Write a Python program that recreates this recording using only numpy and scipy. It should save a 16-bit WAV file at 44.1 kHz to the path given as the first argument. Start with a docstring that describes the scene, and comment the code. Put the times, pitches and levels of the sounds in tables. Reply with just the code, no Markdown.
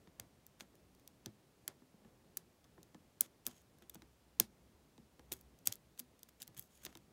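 """Picking a padlock

A steel pick works the pins of a brass padlock clamped on a bench, a hand's width from a phone.
Pins snap and chatter as short force bursts exciting lock modes; the pick scrapes as slip noise on a singing
blade; pushes thud through vice and bench modes. A small quiet room answers with decaying noise,
over a low swelling hum and a noise hush with flickering bass."""
import sys
import numpy as np
from scipy import signal
from scipy.fft import rfft, irfft
from scipy.io import wavfile
from scipy.ndimage import uniform_filter1d

SR = 44100
rng = np.random.default_rng(int(sys.argv[2]) if len(sys.argv) > 2 else 0)


def persist_wave(psi):
    """Save psi, clipped to +-1, as 16-bit WAV."""
    counts = np.round(np.clip(psi, -1, 1) * 32767).astype(np.int16)
    wavfile.write(sys.argv[1], SR, np.atleast_2d(counts).T)


N = 313992  # samples
NOISE_TOP_HZ = 15800  # upper limit of scrapes, room reflections and hush


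def clicks():
    """Impact excitation: a brief contact force drives the lock modes; returns near and mean radiation."""
    # pins and pick striking brass: start_s, level_db (over 1 ms), tilt_db_per_octave, middle_lift_db
    strikes = [(0.0741, -59, -10.5, 11), (0.1984, -36.5, -1, 0), (0.4657, -49.5, 7.5, 1),
               (0.6004, -52, -5, 0), (0.6077, -41, -6, 8.5), (0.6114, -51, -10, 14), (0.6195, -74, 2, 15),
               (0.7538, -62.5, 2, 4), (0.9495, -63.5, 5, 11), (0.997, -64.5, -1, 3),
               (1.0764, -46.5, 4, 6.5), (1.26, -37.5, -0.8, 7), (1.679, -30, -0.1, -0.5),
               (1.819, -75, -4, -5), (2.0486, -63, -9.5, 4), (2.3714, -30.5, 3.5, -5),
               (2.3744, -38, 8.2, 12), (2.643, -62.5, 6, 27), (2.647, -64, -7, -1), (2.7803, -69, -11, -13),
               (2.8303, -53, 3.5, 10), (2.9461, -55, -7, 9), (3.209, -16, 6, -4), (3.4536, -57.5, -1, -2),
               (3.4664, -27, 4, 5), (3.4746, -40, -0.5, -14), (3.4828, -47, -2.5, -21),
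               (3.6177, -65, 0, -9), (3.7858, -63.5, -1.5, -3.5), (3.8225, -57, -5, -6),
               (3.8964, -43.5, 8, -4), (3.8983, -46, 1.5, 4), (3.9456, -47.5, 6, 4), (3.955, -53.5, -8, 6),
               (4.0208, -52.5, -7, 7), (4.3998, -14, 4.5, 3.5), (4.9792, -58.5, -6, 11),
               (5.1946, -54.5, -7, 2), (5.321, -32.5, 0.5, 1), (5.3278, -33.5, 9, 8), (5.3353, -41, 12, -5),
               (5.3665, -60, 3, 4), (5.411, -55, 5, 3), (5.5889, -60, 3.5, 6), (5.673, -18.5, 4, 2),
               (5.683, -44.5, 0.5, 2), (5.7249, -33.5, 4, 12.5), (5.7356, -50, 6, 4), (5.7557, -48, 6, -5),
               (5.977, -57, -1.7, 6), (5.9942, -36, 5, 1.5), (5.9977, -39.5, 6.5, -2),
               (5.9989, -41.5, 0.5, 12), (6.1925, -60, 2, 4), (6.2316, -45, 4.5, 7.5),
               (6.2884, -56.5, -2.5, -2), (6.2916, -57, -1, 0), (6.4116, -61, -14, -5),
               (6.4198, -39, 7.5, 18.5), (6.4275, -42, 1.5, 1), (6.472, -61, -1, -1.5),
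               (6.4777, -46.5, 1.5, 5), (6.5468, -59.5, -1, -1), (6.5718, -59, 1, 2), (6.5772, -45.5, 9, 2),
               (6.588, -50, 3, 4), (6.5944, -37, 7, -8), (6.596, -46, 1.5, -11), (6.625, -54, 3, 6),
               (6.777, -67, 5, -5), (6.8372, -53, -1.5, -10), (6.851, -37, 1, 2.5), (6.8586, -48, -1, -1),
               (6.8618, -48, 2, 21), (6.8651, -41, -7.5, 11), (6.9275, -56.5, -7, 0),
               (6.9528, -48, -3.5, 8), (6.9725, -50.5, -2, 2)]
    # modes of lock body, pins and pick: centre_hz, width_hz, level_db
    lock_modes = [(1712, 188, -8.5), (2687, 210, -13), (3640, 280, 0.5), (4750, 290, -6), (6175, 450, 4),
                  (6670, 140, 2.5), (7780, 400, 2.5), (9210, 260, -6), (10240, 550, -0.5), (11800, 800, -2),
                  (13300, 500, -5), (13200, 1800, -4.5), (14400, 2400, -1)]
    middle_hz, middle_octaves = 4000, 1
    lead_s = 0.004
    near, spread = np.zeros(N), np.zeros(N)
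    for start_s, level_db, tilt_db, middle_db in strikes:
        # lighter touches last longer
        t60_s = 0.004 - 0.00008 * (level_db + 15.5)
        force, f = blow(size=2048, lead_s=lead_s, rise_s=0.000082, t60_s=t60_s, creep_db=-25.0)

        colour_db = tilt_db * np.log2(np.clip(f, 1200, 12000) / 12000)
        colour_db += middle_db * np.exp(-(np.log2(f / middle_hz) / middle_octaves) ** 2)
        # small parts radiate little bass
        bass_loss = 1 + (500 / f) ** 2
        top_loss = 1 + (f / 16200) ** 12
        colour = undb(colour_db) / bass_loss / top_loss

        click = irfft(force * colour * body(lock_modes, f, direct_db=-1, scatter_db=3.0, detune=0.025))
        # the mean over all directions keeps the colour but not the single modes
        even = np.roll(irfft(colour), int(lead_s * SR))
        for out, x in ((near, click), (spread, even)):
            # energy of a 1 ms sound at rms 1
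            one_ms = x * np.sqrt(SR / 1000 / np.sum(x ** 2))
            add(out, start_s - lead_s, undb(level_db) * one_ms)
    return near, spread


def scrapes():
    """Sliding friction: dense uneven slips excite the modes of the pick blade."""
    # steel sliding on brass: start_s, length_s, start_db, end_db, tilt_db_per_octave
    slides = [(0.594, 0.046, -62, -76, -1), (3.233, 0.032, -69.5, -64, -5.5), (3.455, 0.017, -69, -52, -5),
              (3.489, 0.049, -61.5, -74, -5), (3.54, 0.08, -68.5, -77.5, -3), (3.822, 0.023, -70, -77, -8),
              (3.939, 0.019, -68, -62, -5.5), (5.317, 0.024, -46, -56.5, -2.5), (5.343, 0.081, -69, -81, 1),
              (5.6554, 0.0091, -53, -48, 2.5), (5.663, 0.0085, -64, -50, -4.5),
              (5.684, 0.035, -71, -60.5, -13.5), (5.7212, 0.0046, -50, -43, -1), (5.728, .04, -65, -76, 3),
              (5.981, 0.015, -74, -47.5, -2), (5.999, 0.025, -54, -88, 10), (6.4, 0.038, -62, -61, -2.5),
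              (6.566, 0.037, -57.5, -64, -3.5), (6.601, 0.078, -63, -80, 5),
              (6.688, .093, -81.5, -67.5, -2), (6.78, 0.061, -73.5, -71, -4.5),
              (6.832, 0.036, -65.5, -60, -2.5), (6.87, 0.11, -69.5, -81, -7)]
    # the blade sings a little while it slides: centre_hz, width_hz, level_db
    blade_modes = [(3350, 300, 3), (6750, 320, 10), (7700, 450, 4), (9600, 500, 4), (12600, 550, 4)]
    out = np.zeros(N)
    grit = undb(2.5 * walk(300))
    grain = rng.standard_normal(N) * undb(2.0 * rng.exponential(size=N)) * grit
    for start_s, length_s, start_db, end_db, tilt_db in slides:
        n = int(length_s * SR)
        slips = unit(grain[int(start_s * SR):][:n]) * undb(np.linspace(start_db, end_db, n))
        # soft ends, then room for the blade to ring on
        slips = np.pad(slips * signal.windows.tukey(n, 0.08), (0, 400))
        f = np.arange(1, len(slips) // 2 + 2) * SR / len(slips)
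        colour = undb(tilt_db * np.log2(f / 6000)) / (1 + (1500 / f) ** 2) * (f < NOISE_TOP_HZ)
        shape = colour * body(blade_modes, f, direct_db=0, scatter_db=3.0, detune=0.02)
        shape /= np.sqrt(np.mean(np.abs(shape) ** 2))
        add(out, start_s, irfft(rfft(slips) * shape, len(slips)))
    return out


def thuds():
    """Structure-borne sound: a vice knock and a slow push excite bench modes through dispersive bending."""
    # pushes felt by the bench: start_s, peak_db, centre_hz, knock_db (against the push)
    pushes = [(0.071, -54.5, 198, -8), (0.194, -50, 122, -9), (0.612, -52, 242, -19), (0.741, -61, 342, -1),
              (1.262, -41, 200, -24), (1.681, -50, 250, -8), (1.819, -53.5, 213, -15.5),
              (1.938, -56.5, 202, -18), (2.049, -56.5, 205, -13), (2.372, -58.5, 188, -2),
              (2.652, -60.5, 172, -11), (2.778, -53.5, 315, -5), (2.946, -47, 208, -10.5),
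              (3.211, -55.5, 301, -13), (3.247, -56.5, 361, -9.5), (3.467, -44, 238, -10),
              (3.818, -58, 326, -20), (3.951, -50.5, 242, -15.5), (4.02, -55, 307.6, -14),
              (4.4, -35.5, 210, -3.5), (4.978, -52.5, 214.4, -13.5), (5.194, -53, 293, -10),
              (5.315, -43.5, 325, -17), (5.672, -47.5, 129, -11.5), (5.724, -58, 330, -12),
              (5.999, -55, 245, -11.5), (6.228, -61.5, 225, -10), (6.41, -58.5, 205, -6),
              (6.483, -55.5, 121, -15), (6.576, -52, 118, -22), (6.849, -53, 307, -10),
              (6.864, -47.5, 328, -15), (6.954, -50.5, 323, -9)]
    # modes of vice and bench top: centre_hz, width_hz, level_db
    bench_modes = [(120, 27, 2.5), (174.7, 25, -2), (206.5, 7.3, 5), (243.1, 13, 7), (329, 24, 4),
                   (389, 14, 1.5), (510, 42, -7.5), (842, 50, -6), (990, 63, -13.5), (1737, 51, 4.5)]
    fall_db_per_octave, knock_hz = 9.5, 750
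    lag_cycles, lag_s = 1.5, 0.001
    lead_s = 0.012
    out = np.zeros(N)
    for start_s, peak_db, centre_hz, knock_db in pushes:
        force, f = blow(size=16384, lead_s=lead_s, rise_s=0.0026, t60_s=0.047, creep_db=-40.0)
        knock, _ = blow(size=16384, lead_s=lead_s, rise_s=0.0006, t60_s=0.016, creep_db=-39.5)
        push = force * undb(-fall_db_per_octave * np.abs(np.log2(f / centre_hz)))
        # the vice knocks briefly ahead of the bench
        push += knock * undb(knock_db - 7 * np.log2(f / knock_hz) ** 2)
        # bending waves in the bench top: the lower, the later
        late = np.exp(-2j * np.pi * lag_cycles * np.log(np.clip(f, 60, 2000)))
        thud = irfft(push * late * body(bench_modes, f, direct_db=-6, scatter_db=2.0, detune=0.03))
        envelope = np.abs(signal.hilbert(thud))
        add(out, start_s + lag_s - lead_s, undb(peak_db) * thud / envelope.max())
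    return out


def room(x):
    """Diffuse reflection from bench and near walls: convolution with noise decaying band by band."""
    # reflections by band, before the common fade: centre_hz, level_db (relative), t60_s
    decays = [(302, 7, .3), (1500, 0, 0.15), (5000, 3.5, 0.11), (11900, -11.5, 0.15)]
    level_db, gap_s, fade_s = -15, 0.0019, 0.062
    t = np.arange(SR // 2) / SR
    tail = np.zeros(len(t))
    for centre_hz, band_db, t60_s in decays:
        noise = unit(band(rng.standard_normal(len(t)), centre_hz, 0.93 * centre_hz))
        tail += undb(band_db - 60 * t / t60_s) * noise
    # a gap at first, then a tail that thins out once the early reflections are past
    tail *= (1 - np.exp(-(t / gap_s) ** 2)) / (1 + (t / fade_s) ** 6)
    tail = signal.sosfilt(signal.butter(8, NOISE_TOP_HZ, fs=SR, output="sos"), tail)
    return undb(level_db) * signal.fftconvolve(x, tail / np.sqrt(np.sum(tail ** 2)))[:N]


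def hum():
    """Narrow-band noise: two resonances in series leave a wavering bass tone that swells now and then."""
    # course of the hum: time_s, level_db
    swells = [(0.0, -96), (0.67, -73.5), (1.5, -97), (2.55, -87), (2.7, -79.5), (3.45, -88), (4.2, -74),
              (4.48, -67), (4.94, -74.5), (5.27, -69), (6.19, -78), (6.5, -83.5), (6.84, -72.5),
              (7.12, -78)]
    hum_hz, width_hz = 64.4, 9
    time_s, level_db = np.transpose(swells)
    once = band(rng.standard_normal(N), hum_hz, width_hz)
    tone = unit(band(once, hum_hz, width_hz))
    return tone * undb(np.interp(np.arange(N) / SR, time_s, level_db))


def hush():
    """Shaped stationary noise of room and microphone; the bass flickers, the hiss stays smooth."""
    # noise spectrum: frequency_hz, density_db (per Hz, relative)
    spectrum = [(13, -40), (22, -7), (59, -2.5), (151, -0.5), (405, -6.5), (1520, -20), (6340, -25.5),
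                (15700, -30.5)]
    level_db = -69
    frequency_hz, density_db = np.transpose(spectrum)
    f = np.arange(1, N // 2 + 2) * SR / N
    shape = undb(np.interp(np.log(f), np.log(frequency_hz), density_db)) * (f < NOISE_TOP_HZ)
    # power shares of bass and hiss sum to 1
    bass = 1 / (1 + (f / 700) ** 2)
    low = irfft(rfft(rng.standard_normal(N)) * shape * np.sqrt(bass), N)
    high = irfft(rfft(rng.standard_normal(N)) * shape * np.sqrt(1 - bass), N)
    return undb(level_db) * unit(low * undb(2.0 * walk(12)) + high)


def blow(size, lead_s, rise_s, t60_s, creep_db):
    """Contact force spectrum: noise creeps in, leaps to its peak at lead_s and dies exponentially."""
    t = np.arange(size) / SR - lead_s
    before = np.exp(t / rise_s) + undb(creep_db) * np.exp(t / (8 * rise_s))
    envelope = np.where(t < 0, before, undb(-60 * t / t60_s))
    force = rfft(rng.standard_normal(size) * envelope)
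    # a hard contact pushes evenly over broad stretches of the spectrum
    force /= np.sqrt(uniform_filter1d(np.abs(force) ** 2, size=70))
    # frequencies start one bin up, to avoid zero
    return force, np.arange(1, size // 2 + 2) * SR / size


def body(modes, f, direct_db, scatter_db, detune):
    """Modal superposition: the bare contact plus resonances whose strength changes with the spot hit."""
    centre_hz, width_hz, level_db = np.transpose(modes)[:, :, None]
    strength, shift = rng.standard_normal((2, len(modes), 1))
    offset_hz = f - centre_hz * (1 + detune * shift)
    rings = undb(level_db + scatter_db * strength) / (1 + 2j * offset_hz / width_hz)
    return undb(direct_db) + rings.sum(axis=0)


def band(x, hz, width_hz):
    """Second-order resonance, gain 1 at the centre."""
    return signal.lfilter(*signal.iirpeak(hz, hz / width_hz, SR), x)


def walk(rate_hz):
    """Slow random modulation: levels held 1 / rate_hz seconds and smoothed twice, rms 1."""
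    hold = int(SR / rate_hz)
    steps = np.repeat(rng.standard_normal(N // hold + 1), hold)
    smooth = uniform_filter1d(uniform_filter1d(steps, hold), hold)
    return unit(smooth[:N])


def undb(db):
    """Logarithmic level: decibels to amplitude gain."""
    return 10 ** (np.asarray(db) / 20)


def unit(x):
    """Power normalisation: scale to rms 1."""
    return x / np.sqrt(np.mean(x ** 2))


def add(out, start_s, x):
    """Superposition: mix x into out from start_s."""
    i = int(start_s * SR)
    out[i:i + len(x)] += x[:N - i]


def scene():
    """Superposition of direct sound, its reflections, the bench and the quiet behind."""
    near, spread = clicks()
    slide = scrapes()
    lock = near + slide + room(spread + slide)
    return (lock + thuds() + hum() + hush())[None]


def record(dry):
    """Band limitation: the phone drops the deepest bass and cuts the top."""
    dry = signal.sosfilt(signal.butter(2, 45, "high", fs=SR, output="sos"), dry)
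    return signal.sosfilt(signal.ellip(10, 0.2, 80, 16700, fs=SR, output="sos"), dry)


dry = scene()
out = record(dry)
persist_wave(out)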